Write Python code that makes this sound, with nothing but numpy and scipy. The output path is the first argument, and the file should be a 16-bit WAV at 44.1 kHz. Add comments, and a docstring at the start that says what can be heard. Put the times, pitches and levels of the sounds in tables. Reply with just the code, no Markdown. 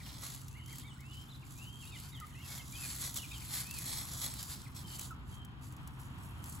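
"""Young chickens scratching through dry leaf litter under trees, a few metres from a stereo microphone.
Each rake of a foot breaks a shower of tiny crackles; twigs snap and the chickens peep softly.
Farther off to one side birds whistle, their notes trailing away among the trunks.
Behind it all lie the rumble, tyre noise and hum of distant traffic, slowly drawing nearer."""
import sys
import numpy as np
from scipy import signal
from scipy.fft import rfft, irfft
from scipy.io import wavfile

SR = 44100
rng = np.random.default_rng(int(sys.argv[2]) if len(sys.argv) > 2 else 0)


def unload_wav(signal):
    """Save mono or channel-first audio to the path in sys.argv[1] as 16-bit WAV at rate SR, clipped to [-1, 1]."""
    wavfile.write(
        sys.argv[1],
        SR,
        np.round(np.clip(np.atleast_2d(signal).T, -1, 1) * 32767).astype(np.int16),
    )


N = 291060

# colour of a brittle snap: (frequency [Hz], gain [dB])
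BRITTLE_COLOUR = [(400, -61), (2500, -19), (4500, -17.5), (8000, -10), (11500, -11.5), (16000, -15.5)]


def leaves(level_db=1.0, slide_db=-13, ground_db=-6, grove_db=-17):
    """Litter underfoot, a few metres off: clumps of crackles over the hiss of leaf sliding on leaf."""
    # colour of the rustle as heard, with a narrow dip near 2.7 kHz: (frequency [Hz], gain [dB])
    rustle_colour = [(150, -2.5), (450, -15.5), (1000, -6), (1600, -9.5), (2100, -6.5), (2700, -15),
                     (3200, -4.5), (4300, 1), (5800, -4), (7500, 0.5), (11000, 1.3), (13000, -5),
                     (16000, -14.5)]
    # how deep the feet dig: (time [s], weight of the low crunch [dB])
    digging = [(0.25, 4), (1, 0.5), (3.7, 0), (5.9, -1), (6.2, -11)]
    force_db = raking()
    crumple = crackles(per_s=3800, spread_db=1.0, cycles=0.44)
    sliding = amp(slide_db) * rng.standard_normal((2, N))
    crumple = coloured(crumple + sliding, rustle_colour)
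    ticks = coloured(crackles(per_s=650, spread_db=1.9, cycles=0.6), BRITTLE_COLOUR)
    # a hard rake crumples many leaves at once; a light step breaks them one by one
    crumple_share = np.clip((force_db + 80) / 42, .3, .84)
    rustle = np.sqrt(crumple_share) * unit(crumple) + np.sqrt(1 - crumple_share) * unit(ticks)
    # a foot that digs deep crushes the thick leaves underneath
    crunch = coloured(rustle, [(1500, 7), (5000, -2.5), (9000, -22)])
    rustle += (amp(over_time(digging)) - 1) * crunch
    rustle *= amp(level_db + force_db) * clumps()
    ground = scatter(rustle.mean(0), t60=.015, count=4)
    grove = scatter(rustle.mean(0), t60=0.1)
    return rustle + amp(ground_db) * ground + amp(grove_db) * grove


def raking(grip_share=0.42, settle_s=0.034):
    """Force of the feet in dB: each stroke swells, holds and lets go, then the thrown leaves settle."""
    # rakes of a foot and tosses of leaves: (start [s], length [s], relative level [dB])
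    strokes = [(0.01, 0.15, -58), (0.205, 0.062, -51), (0.645, 0.17, -57.5), (1.075, 0.15, -59.5),
               (1.428, 0.23, -59.5), (1.763, 0.15, -58), (1.925, 0.15, -54.5), (2.415, 0.16, -49.5),
               (2.732, 0.22, -46.5), (2.976, 0.096, -42), (3.15, 0.024, -43.5), (3.473, 0.14, -42),
               (3.723, 0.1, -49), (3.825, 0.17, -42.5), (4.088, 0.11, -49), (4.202, 0.052, -41),
               (4.384, 0.028, -46.5), (4.473, 0.061, -46), (4.737, 0.073, -50), (4.851, 0.11, -50),
               (4.988, 0.073, -49), (5.252, 0.1, -63.5), (5.603, 0.077, -60.5), (5.986, 0.03, -58),
               (6.143, 0.13, -62), (6.432, 0.092, -52)]
    # the flock shuffling between strokes: (time [s], relative level [dB])
    shuffling = [(0, -59.5), (0.33, -55), (0.56, -68), (2.35, -64), (2.7, -55), (3.4, -53), (4.3, -49),
                 (4.65, -56), (4.71, -66.5), (5.55, -84), (5.75, -71), (6.35, -67.5), (6.6, -56)]
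    t = np.arange(0, N / SR, .002)
    start, length, db = np.transpose(strokes)
    since = t[:, None] - start
    grip = np.clip(since / (grip_share * length), 0, 1)
    settling = np.exp(-np.maximum(since - length, 0) / settle_s)
    power = ((amp(db) * grip * settling) ** 2).sum(1)
    return 10 * np.log10(over_time(np.c_[t, power]) + amp(over_time(shuffling)) ** 2)


def crackles(per_s, spread_db, cycles, litter_db=-5, litter_t60=.014, count=28):
    """Leaf fragments of many sizes crack at random and ring briefly, each echoing off the litter."""
    t, out = np.arange(SR // 50) / SR, np.zeros((2, N))
    impulses = amp(spread_db * np.minimum(rng.exponential(1, N), 4)) * rng.choice([-1, 1], N)
    impulses *= rng.random(N) < per_s / SR
    fragment = rng.integers(0, count, N)
    for k, hz in enumerate(np.linspace(700, 15500, count)):
        ring = np.exp(-t * hz / cycles) * np.sin(2 * np.pi * hz * t)
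        paths = rng.standard_normal((2, len(t))) * amp(-60 * t / litter_t60)
        paths *= amp(litter_db) / np.linalg.norm(paths, axis=1, keepdims=True)
        paths[:, 0] += 1  # straight to the microphone
        crack = unit(signal.fftconvolve(ring[None], paths, axes=1)[:, :len(t)])
        out += signal.oaconvolve((impulses * (fragment == k))[None], crack, axes=1)[:, :N]
    return unit(out)


def clumps(per_s=100, fade_s=0.013, spread_db=1.6, steady_db=3.0):
    """Whole leaves give way one after another: each a sudden rise in the crackle that dies quickly."""
    bursts = amp(spread_db * np.minimum(rng.exponential(1, N), 3))
    bursts *= rng.random(N) < per_s / SR
    power = signal.lfilter([1], [1, -np.exp(-2 / (fade_s * SR))], bursts ** 2)
    return unit(np.sqrt(power / power.mean() + amp(steady_db) ** 2))


def snaps(level_db=21, splinter_t60=.028, grove_db=-17):
    """A brittle piece breaks with one sharp crack and a short splintering."""
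    # pecks, snapping twigs and stiff leaves: (time [s], relative level [dB])
    breaks = [(0.3477, -35.5), (0.416, -43), (0.4823, -40.5), (0.6604, -43.5), (0.681, -44), (0.728, -40),
              (0.757, -38), (0.784, -35), (0.797, -40), (1.0067, -46), (1.586, -44), (1.9994, -39),
              (2.201, -39.5), (2.2684, -46), (2.877, -39), (3.143, -32), (3.166, -28), (3.173, -28.5),
              (3.3804, -39), (3.5516, -29), (3.71, -30.5), (3.741, -35), (3.787, -29.5), (4.0766, -46),
              (4.24, -31), (4.339, -34), (4.4284, -30.5), (4.765, -40), (4.988, -38), (4.9944, -29.5),
              (5.0128, -33.5), (5.449, -44), (5.724, -47), (5.766, -49.5), (5.875, -41), (6.441, -38.5),
              (6.4986, -47)]
    t, out = np.arange(SR // 20) / SR, np.zeros(N)
    splintering = amp(-12 - 60 * t / splinter_t60)
    for start, db in breaks:
        crack = splintering * rng.standard_normal(len(t))
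        crack[0] = 1
        add(out, start, amp(db + level_db) * crack)
    out = coloured(out, BRITTLE_COLOUR)
    return out + amp(grove_db) * scatter(out, t60=0.21)


def chickens(level_db=-0.5, pips_db=-3, near_db=-4, grove_db=-6):
    """Soft calls from the flock, roughened by echoes off ground and trunks; pips carry more directly."""
    # cheeps that flick up and slide down: (start [s], length [s], top pitch [Hz], relative level [dB])
    cheep_calls = [(0, 0.019, 2460, -58.5), (0.025, 0.05, 3800, -63.5), (0.84, 0.095, 3760, -63),
                   (1.11, 0.041, 3500, -64), (1.415, 0.032, 2750, -64), (1.782, 0.066, 3380, -60.5),
                   (1.912, 0.061, 2600, -58), (1.917, 0.065, 3730, -57.5), (2.11, 0.094, 3740, -59.5),
                   (2.568, 0.057, 3450, -62), (2.915, 0.038, 2700, -74), (3.152, 0.056, 3660, -54),
                   (3.21, 0.048, 2950, -53.5), (3.3, 0.078, 3760, -56), (4.65, 0.025, 2510, -61)]
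    # soft arched peeps: (start [s], length [s], top pitch [Hz], relative level [dB])
    peep_calls = [(0.54, 0.08, 2260, -63), (0.671, 0.078, 2310, -62.5), (0.795, 0.047, 3850, -67.5),
                  (0.821, 0.082, 2280, -64.5), (0.978, 0.074, 2220, -65), (1.283, 0.054, 4040, -62),
                  (1.33, 0.044, 4000, -63), (1.84, 0.093, 2920, -64), (1.85, 0.051, 3860, -66),
                  (2.336, 0.155, 2830, -63), (2.715, 0.17, 2620, -56.5), (3.405, 0.038, 2450, -62),
                  (3.635, 0.17, 2675, -57.5)]
    # pips that dip in the middle: (start [s], length [s], pitch near the dip [Hz], relative level [dB])
    pip_calls = [(0.955, 0.036, 1460, -64), (2.206, 0.0494, 1248, -49.5), (2.742, 0.048, 3160, -53),
                 (5.103, 0.0325, 1326, -47)]
    # pitch at even steps through each kind of call: (share of the listed pitch [ratio])
    cheep_bend = (0.86, 1.0, 0.96, 0.87, 0.8, 0.76)
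    peep_bend = (0.84, 0.92, 1.0, 0.91, 0.82)
    pip_bend = (1.21, 0.97, 1.11)
    cheeps = notes(bent(cheep_calls, cheep_bend), waver=.016, flutter_db=2.4, second_db=-17, swell_db=10)
    soft_calls = bent(peep_calls, peep_bend) + bent(twitter(), peep_bend, flatter_beyond_s=0.0162)
    peeps = notes(soft_calls, waver=.014, flutter_db=3, second_db=-18)
    pips = amp(pips_db) * notes(bent(pip_calls, pip_bend), waver=.008, flutter_db=1.0, second_db=-26)
    voice = amp(level_db) * (cheeps + peeps)
    echoing = voice + pips / 2
    nearby = scatter(echoing, t60=.09)
    grove = scatter(echoing, t60=1.0)
    return voice + trunk_echo(voice) + pips + amp(near_db) * nearby + amp(grove_db) * grove


def twitter(note_s=0.027, stray=0.071, uneven_db=7, max_notes=32):
    """Strings of tiny notes from the flock, uneven in time, pitch and strength."""
    # runs of notes: (start [s], length [s], first pitch [Hz], last pitch [Hz], relative level [dB])
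    runs = [(2.102, 0.5, 2146, 2100, -66), (2.318, 0.13, 3270, 3260, -70), (3.297, 0.06, 2490, 2540, -55.5),
            (6.278, 0.19, 2840, 3420, -75.5)]
    calls = []
    for start, length, first, last, db in runs:
        pitches = np.linspace(first, last, round(length / note_s))
        chance = rng.uniform(-1, 1, (max_notes, 3))
        for k, (hz, (late, sharp, loud)) in enumerate(zip(pitches, chance)):
            onset = start + note_s * (k + late / 2)
            calls.append((onset, note_s, hz * (1 + stray * sharp), db + uneven_db * loud))
    return calls


def bent(calls, bend, flatter_beyond_s=.095):
    """Calls of one kind share a pitch bend, flatter in long ones; gives (start, pitch curve, level)."""
    shape = np.polyfit(np.linspace(0, 1, len(bend)), bend, len(bend) - 1)
    curves = []
    for start, length, hz, db in calls:
        ratio = np.polyval(shape, np.linspace(0, 1, round(length * SR)))
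        depth = min(1, flatter_beyond_s / length)
        curves.append((start, hz * ratio ** depth, db))
    return curves


def notes(calls, waver, flutter_db, second_db, taper=0.4, swell_db=0):
    """A bird's nearly pure voice: each note follows its pitch curve, trembles and fades at both ends."""
    out = np.zeros(N)
    tremble, flutter = wander(hz=119), wander(hz=58.6)
    for start, hz, db in calls:
        at = np.clip(round(start * SR) + np.arange(len(hz)), 0, N - 1)
        phase = 2 * np.pi * np.cumsum(hz * (1 + waver * tremble[at])) / SR
        tone = np.sin(phase) + amp(second_db) * np.sin(2 * phase)
        loudness_db = flutter_db * flutter[at] + np.linspace(0, swell_db, len(hz))
        envelope = signal.windows.tukey(len(hz), taper) * amp(loudness_db)
        add(out, start, amp(db) * unit(tone * envelope))
    return out


def far_birds(glide_s=0.105, direct_db=7.0, grove_db=5.0):
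    """Birds farther off to one side: each whistle lingers, glides and trails away among the trees."""
    # drawn-out whistles: (start [s], length [s], first pitch [Hz], goal pitch [Hz], relative level [dB])
    whistles = [(0.482, 0.33, 2500, 3190, -71), (0.855, 0.11, 8540, 6950, -78),
                (1.011, 0.25, 2523, 3144, -68.5), (1.543, 0.25, 2400, 3200, -67.5),
                (4.823, 0.15, 3140, 2980, -65.5), (5.301, 0.17, 3220, 3080, -71)]
    calls = []
    for start, length, first, goal, db in whistles:
        lingering = np.exp(-(np.arange(0, length, 1 / SR) / glide_s) ** 2)
        calls.append((start, goal + (first - goal) * lingering, db))
    voice = notes(calls, waver=.015, flutter_db=2.2, second_db=-41, taper=.45)
    direct = np.array([np.roll(voice, 4), voice])  # reaches the left channel a moment later
    grove = scatter(voice, t60=.55)
    return amp(direct_db) * direct + trunk_echo(voice, echo_db=-13) + amp(grove_db) * grove


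def trunk_echo(x, echo_db=-11, delay_s=0.025):
    """One distinct reflection off the nearest trunks, so that every glide overlaps itself."""
    return amp(echo_db) * np.pad(x, (round(delay_s * SR), 0))[:N]


def scatter(x, t60, count=3):
    """Echoes off ground, trunks and branches die by 60 dB in t60 seconds and shift as the birds move."""
    t, out = np.arange(SR // 2) / SR, np.zeros((2, N))
    shares = np.array([wander(hz=4) for _ in range(count)])
    for share in shares / np.linalg.norm(shares, axis=0):
        taps = rng.standard_normal((2, len(t))) * amp(-60 * t / t60)
        taps /= np.linalg.norm(taps, axis=1, keepdims=True)
        out += signal.oaconvolve((x * share)[None], taps, axes=1)[:, :N]
    return out


def traffic(rumble_db=-50, rumble_swell=0.5, hum_hz=131, hum_db=-55.0):
    """A distant road: tyre noise and engine rumble swell together; one motor hums unsteadily."""
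    # the traffic drawing nearer: (time [s], tyre level [dB])
    approach = [(0, -62), (2.6, -61), (4, -58), (5.5, -57.5), (6.6, -54.5)]
    # colour of far tyres and open air: (frequency [Hz], gain [dB])
    tyre_colour = [(200, 4.5), (520, -7.5), (950, 3), (1300, 2.5), (1700, -3), (2200, -7), (3200, -6),
                   (4500, -16.5), (8000, -35), (16000, -105)]
    # colour of far engines: (frequency [Hz], gain [dB])
    engine_colour = [(25, -61), (43, -8.5), (62, 0), (125, 0), (210, -10), (280, -11.5), (370, -22.5),
                     (520, -31), (900, -57)]
    tyre_db = over_time(approach)
    tyres = outdoor_noise(tyre_colour) * amp(tyre_db + wander(hz=21))
    rumble = outdoor_noise(engine_colour) * amp(rumble_db + rumble_swell * (tyre_db - tyre_db.mean()))
    motor_hz = hum_hz * (1 + 0.0118 * wander(hz=4.15))
    phase = 2 * np.pi * np.cumsum(motor_hz) / SR
    hum = np.sin([phase, phase + .6]) * amp(0.78 * wander(hz=1.6))
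    return tyres + rumble + amp(hum_db) * unit(hum)


def outdoor_noise(colour):
    """Noise from all around the microphone: alike in both channels in the bass, less so higher up."""
    # likeness of left and right: (frequency [Hz], correlation [-1 to 1])
    likeness = [(80, 1), (130, 0.56), (290, 0.93), (550, -0.16), (1000, 0.53), (1800, -0.48), (4000, -0.33)]
    left, independent = rfft(rng.standard_normal((2, N)))
    same = np.clip(over_pitch(likeness), -1, 1)
    right = same * left + np.sqrt(1 - same ** 2) * independent
    return unit(coloured(irfft(np.array([left, right]), N), colour))


def amp(db):
    """Decibels to gain."""
    return 10 ** (np.asarray(db) / 20)


def unit(x):
    """Scales to an rms of one."""
    return x / np.sqrt(np.mean(x ** 2) + 1e-20)


def over_time(rows):
    """Joins (time [s], value) rows by straight lines."""
    return np.interp(np.arange(N) / SR, *np.transpose(rows))


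def over_pitch(rows):
    """Joins (frequency [Hz], value) rows on a log-frequency axis, for every bin of the spectrum."""
    hz, value = np.transpose(rows)
    return np.interp(np.log(np.fft.rfftfreq(N, 1 / SR) + 1), np.log(hz), value)


def coloured(x, colour):
    """Filters a sound by (frequency [Hz], gain [dB]) rows."""
    return irfft(rfft(x) * amp(over_pitch(colour)), N)


def wander(hz):
    """Smooth random drift with an rms of one, mostly slower than hz."""
    smoothing = np.exp(-(np.fft.rfftfreq(N, 1 / SR) / hz) ** 2)
    return unit(irfft(rfft(rng.standard_normal(N)) * smoothing, N))


def add(mix, start_s, sound):
    """Mixes a sound in at start_s."""
    part = mix[max(round(start_s * SR), 0):][:len(sound)]
    part += sound[:len(part)]


def scene():
    """The flock in the leaves, birds beyond it, traffic far behind."""
    return leaves() + snaps() + chickens() + far_birds() + traffic()


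def record(dry, lag_s=.000219, edge_hz=15850):
    """In the top treble the left channel repeats the right, inverted and a little late; then a low-pass."""
    left, right = rfft(dry)
    hz = np.fft.rfftfreq(N, 1 / SR)
    treble = over_pitch([(6000, 0), (6600, 1)])
    repeat = -right * np.exp(-2j * np.pi * hz * lag_s)
    left = (1 - treble) * left + treble * repeat
    stereo = irfft(np.array([left, right]), N)
    low_pass = signal.firwin(801, edge_hz, window=("kaiser", 9), fs=SR)
    return signal.oaconvolve(stereo, low_pass[None], "same", axes=1)


dry = scene()
out = record(dry)
unload_wav(out)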